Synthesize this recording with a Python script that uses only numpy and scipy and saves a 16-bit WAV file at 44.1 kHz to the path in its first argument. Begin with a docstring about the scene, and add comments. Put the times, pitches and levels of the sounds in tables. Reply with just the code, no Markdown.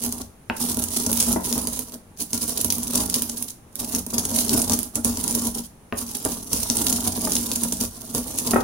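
"""A stone pestle grinds roasted coffee beans in a stone mortar held on a table in a small, softly noisy room.
From the start each sweep swells and eases: crumbs crush in stick-slip bursts, the pestle's pushes excite
mortar and table modes in a hollow rumble, and beans snap as impulses that ring briefly.
The pestle is lifted a few times; from half a second on it sometimes knocks, with the two loudest clacks near
the end. Walls and bowl answer with diffuse reflections, and each microphone port adds its own treble resonance."""
import sys
import numpy as np
from scipy import signal
from scipy.fft import rfft, irfft
from scipy.io import wavfile
from scipy.ndimage import uniform_filter1d

SR = 44100
rng = np.random.default_rng(int(sys.argv[2]) if len(sys.argv) > 2 else 0)


def pcm_store(signal):
    """Save signal as 16-bit PCM."""
    levels = np.round(np.clip(np.atleast_2d(signal), -1, 1) * 32767)
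    wavfile.write(sys.argv[1], SR, levels.astype(np.int16).T)


N = 380583  # length in samples
TIME = np.arange(N) / SR  # s
TOP_HZ = 15800  # upper edge of the sound


def undb(db):
    """Decibel law: convert a level in dB to an amplitude gain."""
    return 10 ** (np.asarray(db) / 20)


def unit(x):
    """Energy normalization: scale a response to unit energy."""
    return x / np.sqrt(np.sum(x ** 2, axis=-1, keepdims=True))


def steady(x):
    """Power normalization: scale a signal to rms 1."""
    return x / np.sqrt(np.mean(x ** 2))


def through(x, response):
    """Linear superposition: convolve a sound with an impulse response."""
    convolved = signal.oaconvolve(np.atleast_2d(x), np.atleast_2d(response), axes=-1)
    return convolved[:, :np.shape(x)[-1]]


def colour(points, size=2048):
    """Minimum phase: fold the cepstrum of a (Hz, dB) outline to obtain a causal impulse response."""
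    hz, db = np.transpose(points)
    grid_hz = np.maximum(np.arange(size // 2 + 1) * SR / size, 1)
    outline_db = np.interp(np.log(grid_hz), np.log(hz), db)
    cepstrum = irfft(np.log(undb(outline_db)))
    cepstrum[1:size // 2] *= 2
    cepstrum[size // 2 + 1:] = 0
    return irfft(np.exp(rfft(cepstrum)))


def walk(rate_hz):
    """Band-limited fluctuation: smoothed random steps of rms 1, about rate_hz turns a second."""
    hold = max(int(SR / rate_hz), 1)
    steps = np.repeat(rng.standard_normal(N // hold + 1), hold)
    return steady(uniform_filter1d(steps, hold)[:N])


def even(x, span_s):
    """Short-term power: hold a grain stream near power 1 over span_s, keeping its finer bursts."""
    power = uniform_filter1d(np.atleast_2d(x ** 2).mean(axis=0), int(span_s * SR))
    return x / np.sqrt(np.maximum(power, 0) + power.mean() / 100)


def blows(times_s, sizes):
    """Impulsive excitation: one single-sample impulse at each time."""
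    at = np.round(np.asarray(times_s) * SR).astype(int)
    return np.bincount(np.clip(at, 0, N - 1), sizes, N)


def grains(rate_hz, spread_db):
    """Random point process: impulses of either sign, many small and a few large."""
    chance = rng.random(N)
    size = np.minimum(rng.exponential(size=N), 4)
    return (chance < rate_hz / SR) * undb(spread_db * size) * rng.choice([-1, 1], N)


def two_ports(x, scatter_db=4.0, lag_samples=5):
    """Interaural-type cues: each fracture reaches the two ports with its own lag and balance."""
    at = np.flatnonzero(x)
    lag = rng.integers(-lag_samples, lag_samples + 1, len(at))
    balance_db = scatter_db * rng.standard_normal(len(at))
    ports = []
    for side in (1, -1):
        arrival_s = (at + side * lag / 2) / SR
        ports.append(blows(arrival_s, x[at] * undb(side * balance_db)))
    return np.array(ports)


def tail(t60_s, build_s):
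    """Diffuse field: independent decaying noise at each port, with build-up time constant build_s."""
    t = TIME[:int(min(t60_s, .5) * SR) + 8]
    envelope = undb(-60 * t / t60_s) * (1 - np.exp(-t / build_s))
    return unit(rng.standard_normal((2, len(t))) * envelope)


def scatter(x, t60_s, build_s, moves_hz=12):
    """Time-varying reflection: the echo pattern changes as hand and pestle move over the bowl."""
    hop = int(SR / moves_hz)
    out = np.zeros((2, N + SR))
    fade = np.sin(np.pi * np.arange(2 * hop) / (2 * hop))  # overlapping squares sum to one
    for at in range(0, N, hop):
        piece = x[:, at:at + 2 * hop]
        echo = signal.fftconvolve(piece * fade[:piece.shape[1]], tail(t60_s, build_s), axes=-1)
        out[:, at:at + echo.shape[1]] += echo
    return out[:, :N]


def cushioned(force, soft_hz):
    """First-order low-pass: a layer of grounds lengthens the push and takes off its top."""
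    return signal.lfilter(*signal.butter(1, min(soft_hz, SR / 4), fs=SR), force)


# Spectrum of the quiet room. Each row: frequency in Hz, relative spectral level in dB.
ROOM_SPECTRUM = [(30, -9), (150, -5.5), (260, -11), (900, -17), (2000, -29), (5000, -44), (16000, -44.5)]
ROOM_DB = -51.5  # rms level before the ports


def room_tone():
    """Partial coherence: steady room noise whose bass is shared by both ports while its hiss is not."""
    noise = rng.standard_normal((3, N))
    hiss = noise[:2] - cushioned(noise[:2], 560)
    shared_bass = cushioned(noise[2], 460)
    return undb(ROOM_DB) * steady(through(hiss + shared_bass, colour(ROOM_SPECTRUM)))


def swell(times_s, levels_db, rise_s, fall_s):
    """Power envelope: a gesture rises from 60 dB below, passes through its levels and dies away."""
    outline_s = [times_s[0] - rise_s, *times_s, times_s[-1] + fall_s]
    outline_db = [levels_db[0] - 60, *levels_db, levels_db[-1] - 60]
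    return undb(np.interp(TIME, outline_s, outline_db, left=-200, right=-200)) ** 2


# Sweeps of the pestle through the beans. Each row: start in seconds, hardest press in seconds,
# end in seconds, relative crushing level in dB, relative level of the mortar's shaking in dB.
PESTLE_SWEEPS = [(0.0, 0.048, 0.21, -35.5, -32), (0.567, 1.23, 1.36, -30.5, -31.5),
                 (1.415, 1.535, 1.82, -30.5, -30.5), (2.314, 2.97, 3.435, -32.5, -32),
                 (3.768, 3.96, 4.0, -33, -33.5), (4.104, 4.55, 4.84, -29.5, -27.5),
                 (5.067, 5.36, 5.5, -29, -28.5), (5.963, 6.32, 6.52, -36.5, -36),
                 (6.505, 6.903, 7.13, -27.5, -28), (7.142, 7.317, 7.82, -29, -30.5),
                 (7.922, 8.523, 8.48, -34.5, -32.5)]
# Pieces of bean caught and crunched to powder. Each row: start in seconds, length in seconds,
# relative crushing level in dB, relative level of the mortar's shaking in dB.
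CAUGHT_PIECES = [(0.02, 0.042, -28, -32), (0.197, 0.016, -36.5, -33), (.603, 0.036, -24.5, -29.5),
                 (0.671, 0.052, -26.5, -30), (0.788, 0.041, -32, -32.5), (0.934, 0.068, -26, -32),
                 (1.007, 0.0091, -31, -36), (1.172, .055, -21.5, -32.5), (1.268, 0.063, -27, -26),
                 (1.448, 0.052, -29.5, -36), (1.554, 0.021, -37, -25.5), (1.735, 0.038, -33, -37),
                 (1.872, 0.02, -43.5, -43), (1.922, 0.022, -40, -37), (2.195, .025, -26, -34.5),
                 (2.335, 0.04, -29.5, -33.5), (2.417, 0.019, -25.5, -33), (2.48, 0.044, -31, -36),
                 (2.563, 0.042, -28, -31), (2.928, 0.1, -26.5, -26.5), (3.147, 0.032, -27.5, -33),
                 (3.378, 0.021, -33.5, -54), (3.486, 0.012, -34, -54), (3.794, 0.043, -31, -33.5),
                 (3.924, .065, -31, -30), (4.122, 0.078, -31, -29), (4.305, 0.013, -33.5, -28),
                 (4.342, .075, -24.5, -32), (4.508, 0.091, -25, -23), (4.707, .04, -26, -23.5),
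                 (4.951, 0.026, -35.5, -25.5), (5.05, 0.045, -29.5, -26.5), (5.43, 0.042, -29, -27),
                 (5.552, 0.04, -32, -32), (5.642, .012, -39, -51), (5.974, .055, -32, -36.5),
                 (6.09, 0.0081, -30, -40), (6.135, 0.037, -32.5, -42), (6.248, 0.017, -31.5, -23.5),
                 (6.302, .025, -29, -36), (6.522, 0.058, -29, -35.5), (6.604, 0.027, -28, -42),
                 (6.789, 0.027, -28, -26.5), (7.051, 0.032, -25.5, -25), (7.154, 0.018, -32.5, -24),
                 (7.222, 0.031, -28.5, -26.5), (7.628, 0.021, -34, -26), (7.805, 0.046, -28.5, -28.5),
                 (8.148, 0.033, -28.5, -25.5), (8.274, 0.026, -36.5, -48), (8.38, 0.018, -28, -45),
                 (8.463, 0.064, -28, -27), (8.544, 0.073, -38, -27)]
# a sweep bites, swells to its hardest point, eases off and lets go
BITE_S, SWELL_DB, EASE_DB, LET_GO_S = 0.13, 8.5, 8, 0.22
CRUNCH_ATTACK_S, CRUNCH_RELEASE_S = 0.051, 0.093


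def effort(column):
    """Addition of powers: sweeps plus short crunches give the crushing (0) or shaking (1) level in dB."""
    power = 0
    for start, hardest, end, *levels in PESTLE_SWEEPS:
        db = levels[column]
        sweep_db = [db - SWELL_DB, db, db - EASE_DB]
        power = power + swell([start, hardest, end], sweep_db, BITE_S, LET_GO_S)
    for start, length, *levels in CAUGHT_PIECES:
        crunch_db = [levels[column]] * 2
        power = power + swell([start, start + length], crunch_db, CRUNCH_ATTACK_S, CRUNCH_RELEASE_S)
    return 10 * np.log10(power)


def fragment(hz, skirt_db=-9, octaves=1.0):
    """Damped resonance: a brittle piece of bean rings for a cycle or two around its own pitch."""
    outline = [(hz / 2 ** octaves, skirt_db), (hz, 0), (hz * 2 ** octaves, skirt_db)]
    return unit(colour(outline, size=256))


def crushing(level_db, rate_hz=600, spread_db=2.5, slip_db=6, slip_rate_hz=85, patchy_db=1.5,
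             gain_db=-14, count=6):
    """Stick-slip friction: crumbs of several sizes fracture in bursts as the pestle sticks and slips."""
    slipping = np.tanh(2 * walk(slip_rate_hz) - 1.8)  # -1 stuck, +1 sliding; mostly stuck
    crumbs = 0
    for hz in np.geomspace(4000, 14000, count):
        sizes = grains(rate_hz, spread_db) * undb(slip_db * slipping + patchy_db * walk(35))
        crumbs = crumbs + through(two_ports(sizes), fragment(hz))
    return even(crumbs, 0.052) * undb(level_db + gain_db)


def judder(level_db, rate_hz=260, spread_db=2.5, gain_db=-1.0):
    """Random forcing: the pestle jerks over broken beans, a few hundred small pushes a second."""
    return even(grains(rate_hz, spread_db), 0.054) * undb(level_db + gain_db)


# Modes of mortar, pestle and table together.
# Each row: frequency in Hz, relative level in dB, undamped 60 dB decay time in seconds.
BODY_MODES = [(42.4, -18.5, 0.82), (63, -13, 0.51), (89.2, -10, 0.43), (163, -9.5, 0.036),
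              (188.5, -9.5, 0.52), (235.1, 3.5, .19), (266, -1, 0.056), (299.6, -6.5, 0.12),
              (423, -7.5, 0.056), (491, -13, 0.039), (562, -18.5, 0.12), (636.7, -11, 0.14),
              (825, -18.5, 0.28), (951, -8.5, 0.067), (1142, -19.5, 0.05), (1411, -18.5, 0.091),
              (1710, -31, 0.15)]


def mortar(force, damping=1, apart_hz=1100):
    """Modal superposition: decaying sines ring together, the higher ones out of step at the two ports."""
    t = TIME[:SR // 2]
    ring = 0
    for k, (hz, db, t60_s) in enumerate(BODY_MODES):
        half_phase = min(0.038 + hz / apart_hz, np.pi / 2)  # rad
        shift = np.array([[.5], [-.5]]) * (-1) ** (k // 2) * half_phase
        decay = np.exp(-np.log(1000) * damping * t / t60_s)
        mode = unit(np.sin(2 * np.pi * hz * t + shift) * decay)
        ring = ring + (-1) ** k * undb(db) * mode
    return through(force, unit(ring))


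# Spectrum of stone knocking or scraping through grounds. Each row: frequency in Hz, relative level in dB.
CLACK_SPECTRUM = [(120, -25.5), (300, 3), (600, 3), (1000, 0.5), (1600, -13), (2400, -28), (5000, -55),
                  (16000, -45)]


def rumble(shake_db, crack_s, jolt_db):
    """Forced vibration: pushes and drops through breaking beans ring the mortar, with a dull scrape."""
    pushes = judder(shake_db)
    jolts = cushioned(blows(crack_s, undb(jolt_db + 27.0)), 1100)
    body = mortar(cushioned(pushes + jolts, 1580))
    # stone rubbing on stone fills in between the modes
    scrape = through(undb(-14.5) * pushes, unit(colour(CLACK_SPECTRUM)))
    scrape = scrape + undb(4.0) * scatter(scrape, 0.043, 0.0019)
    walls = undb(-7.5) * scatter(scrape, 0.36, 0.0024)
    return body + scrape + walls


def chips(crush_db, above_db=3.0, spread_db=2.0, loudest_db=-22, ring_hz=12000, jolt_db=-12, count=60):
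    """Load-dependent fracture: small pieces snap at random, louder the harder the pestle presses."""
    when, size, pitch = rng.random((count, 3)).T
    s = (np.arange(count) + when) / count * TIME[-1]
    db = np.interp(s, TIME, crush_db) + above_db + spread_db * (2 * size - 1)
    db = np.minimum(db, loudest_db)
    piece_hz = np.minimum(ring_hz * 2 ** (pitch - .5), TOP_HZ)
    return np.column_stack([s, db, piece_hz, db + jolt_db])


# Whole beans breaking. Each row: time in seconds, relative snap level in dB, ring of the piece in Hz,
# relative level in dB of the jolt as the pestle drops through it.
BEAN_CRACKS = [(.038, -23.5, 8240, -29), (.125, -22.5, 9400, -33.5), (.771, -22, 11300, -21),
               (.839, -19, 8600, -47), (1.064, -16, 7100, -20), (1.116, -17, 11900, -28),
               (1.129, -13, 13100, -34), (1.217, -20, 6500, -35), (1.227, -15, 7400, -30),
               (1.328, -18, 8500, -26), (1.408, -34, 13000, -45), (1.527, -17, 5400, -28),
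               (1.579, -21.5, 10600, -33), (1.672, -19.5, 7400, -27), (1.792, -19.5, 11700, -36),
               (2.332, -16.5, 6400, -26), (2.494, -21, 10600, -33), (2.613, -16, 10400, -39),
               (2.646, -12, 11500, -22), (2.703, -14, 5070, -36), (2.724, -12.5, 13000, -37),
               (2.783, -22, 14000, -31), (2.832, -25, 9700, -38), (2.956, -13, 7600, -32),
               (3.099, -18.5, 7000, -40), (3.142, -10.5, 4800, -43), (3.16, -19, 10000, -29.5),
               (3.221, -13.5, 13300, -28.5), (3.297, -22, 6100, -52), (3.425, -20, 11700, -53),
               (3.756, -24.5, 12600, -53), (3.949, -17, 6600, -32), (4.065, -27, 9750, -30),
               (4.182, -14, 5700, -31), (4.253, -17, 7800, -27), (4.388, -13, 4160, -37),
               (4.407, -21, 8600, -44), (4.494, -12.5, 5400, -29), (4.618, -15.5, 8200, -39),
               (4.697, -14.5, 5660, -21.5), (4.72, -15.5, 5970, -38), (4.734, -16, 7600, -39),
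               (4.79, -17, 9900, -41), (4.831, -22, 11400, -42), (4.956, -15.5, 8100, -26),
               (5.047, -12.5, 9200, -21), (5.172, -22.5, 5500, -26.5), (5.24, -20, 9600, -38),
               (5.279, -18, 7500, -32), (5.31, -23, 7660, -47), (5.351, -15, 10600, -27),
               (5.471, -23, 9200, -28), (6.25, -18, 10000, -40), (6.531, -15.5, 6540, -21.5),
               (6.7, -11, 5600, -26), (6.769, -15, 9300, -30), (6.868, -10, 4300, -33),
               (6.884, -20, 5600, -27), (6.899, -17, 7700, -49), (6.927, -13.5, 6850, -23),
               (7.249, -22, 8600, -32), (7.32, -16.5, 5770, -32), (7.354, -14.5, 6120, -28),
               (7.366, -16, 3730, -30), (7.516, -17, 4330, -27.5), (7.559, -17.5, 7300, -33),
               (7.635, -16.5, 9150, -33), (7.723, -17, 7100, -24), (7.811, -18.5, 6040, -25.5),
               (8.149, -20, 6600, -34), (8.387, -16, 7600, -44), (8.51, -19.5, 9800, -29)]


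def fractures(crush_db):
    """Brittle failure: whole beans and smaller chips together, as columns of time, snap, ring and jolt."""
    return np.vstack([BEAN_CRACKS, chips(crush_db)]).T


def snaps(times_s, db, ring_hz, snap_db=6, split_db=-7, split_s=.003, crumble_db=-7, crumble_t60_s=0.071):
    """Cascading fracture: a bean snaps, splits again within milliseconds, and its pieces crumble."""
    t = TIME[:SR // 16]
    out = np.zeros((2, N + 2 * len(t)))
    pieces = steady(two_ports(grains(1800, 3.7))) * undb(crumble_db)
    fading = unit(undb(-60 * t / crumble_t60_s))
    chances = rng.random((len(times_s), 3))
    for s, level_db, hz, (wait, size, side) in zip(times_s, db, ring_hz, chances):
        at = int(np.clip(s * SR, 0, N - len(t)))
        burst = pieces[:, at:at + len(t)] * fading
        split_delay = int(split_s * (.2 + wait) * SR)
        # opposite lags at the ports, in samples, place the bean to one side
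        for port, lag in enumerate((round(6 * side), round(6 - 6 * side))):
            burst[port, lag] += 1
            burst[port, min(split_delay - lag, len(t) - 1)] += undb(split_db * (0.5 + size))
        ringing = through(burst, fragment(hz, skirt_db=-8))
        out[:, at:at + len(t)] += undb(level_db + snap_db) * ringing
    return out[:, :N]


# Spectrum of bean fracture. Each row: frequency in Hz, relative level in dB.
FRACTURE_SPECTRUM = [(200, -9), (900, 1.5), (2000, 1), (3000, 4.5), (4200, 3), (6000, 3.5), (10000, 2),
                     (16000, 7)]


def crunch(crush_db, crack_s, snap_db, ring_hz):
    """Direct and reflected sound: bowl and hand scatter the fractures at once, the walls a little later."""
    broken = crushing(crush_db) + snaps(crack_s, snap_db, ring_hz)
    direct = through(broken, colour(FRACTURE_SPECTRUM))
    bowl = undb(-8) * scatter(direct, .007, .0006)
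    walls = undb(-7.5) * scatter(direct, .28, .001)
    return direct + bowl + walls


# Pestle knocks on the bowl. Each row: time in seconds, relative clack level in dB,
# relative thud level in dB, relative level of the bare stone click in dB.
BOWL_KNOCKS = [(0.499, -18, -17, -21), (1.094, -25, -29, -51), (1.361, -17, -14.5, -58),
               (4.547, -37, -11, -55), (4.696, -25.5, -20, -48), (5.925, -19, -17, -28),
               (6.258, -22, -19, -48), (7.272, -21, -36, -47), (8.535, -9, -9.5, -60),
               (8.560, -7, -22, -62)]
# Spectrum of bare stone on stone. Each row: frequency in Hz, relative level in dB.
STONE_SPECTRUM = [(300, -17), (1500, 14.5), (2100, 5), (2700, 10), (3400, -9.5), (5000, -17), (16000, -61)]


def knocks(chatter_db=-1, chatter_t60_s=0.033, pressed=2):
    """Impact excitation: the pestle clicks, chatters on the wall and thumps the bowl, damping it as it presses."""
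    s, clack_db, thud_db, stone_db = np.transpose(BOWL_KNOCKS)
    landing = blows(s, undb(clack_db + 17))
    power_fade = unit(undb(-60 * TIME[:SR // 4] / chatter_t60_s)) ** 2
    chatter_power = np.maximum(through(landing ** 2, power_fade)[0], 0)
    chatter = np.sqrt(chatter_power) * even(grains(1500, 1.2), 0.014)
    clack = through(landing + undb(chatter_db) * chatter, unit(colour(CLACK_SPECTRUM)))
    thud = mortar(cushioned(blows(s, undb(thud_db + 19.0)), 900), damping=pressed)
    click = through(blows(s, undb(stone_db + 21)), unit(colour(STONE_SPECTRUM)))
    # the bowl scatters the clack at once; the walls answer clack and click
    clack = clack + undb(0.5) * scatter(clack, .03, 0.0022)
    walls = scatter(undb(-1.5) * clack + undb(-5.5) * click, .34, 0.00056)
    return clack + thud + click + walls


HOLD_DB = -58  # relative level: the hand that steadies the mortar keeps it faintly stirring


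def scene():
    """Superposition of sources: fractures from the bowl, rumble through the mortar, knocks and room noise."""
    crush_db = effort(0)
    shake_db = np.maximum(effort(1), HOLD_DB)
    crack_s, snap_db, ring_hz, jolt_db = fractures(crush_db)
    grinding = crunch(crush_db, crack_s, snap_db, ring_hz) + rumble(shake_db, crack_s, jolt_db)
    return grinding + knocks() + room_tone()


# Responses of the two microphone ports. Each row: frequency in Hz, gain in dB.
LEFT_RESPONSE = [(100, 2.5), (1000, -0.5), (2000, 3.5), (3200, 6.5), (4800, 11), (6300, 16.5), (7500, 12.5),
                 (9000, 7), (12000, 3.5), (16000, 0.5)]
RIGHT_RESPONSE = [(100, 1), (1000, -1.5), (2200, 3), (4000, 6.5), (6500, 8), (8200, 12.5), (9200, 20),
                  (9800, 24.5), (10800, 19), (12500, 13), (16000, 10.5)]


def record(dry):
    """Port resonance and soft saturation: each port colours its channel, peaks are rounded, the top is cut."""
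    sound = through(dry, np.array([colour(LEFT_RESPONSE), colour(RIGHT_RESPONSE)]))
    sound = .85 * np.tanh(sound / .85)
    return signal.sosfilt(signal.ellip(10, .2, 70, TOP_HZ, fs=SR, output="sos"), sound)


dry = scene()
out = record(dry)
pcm_store(out)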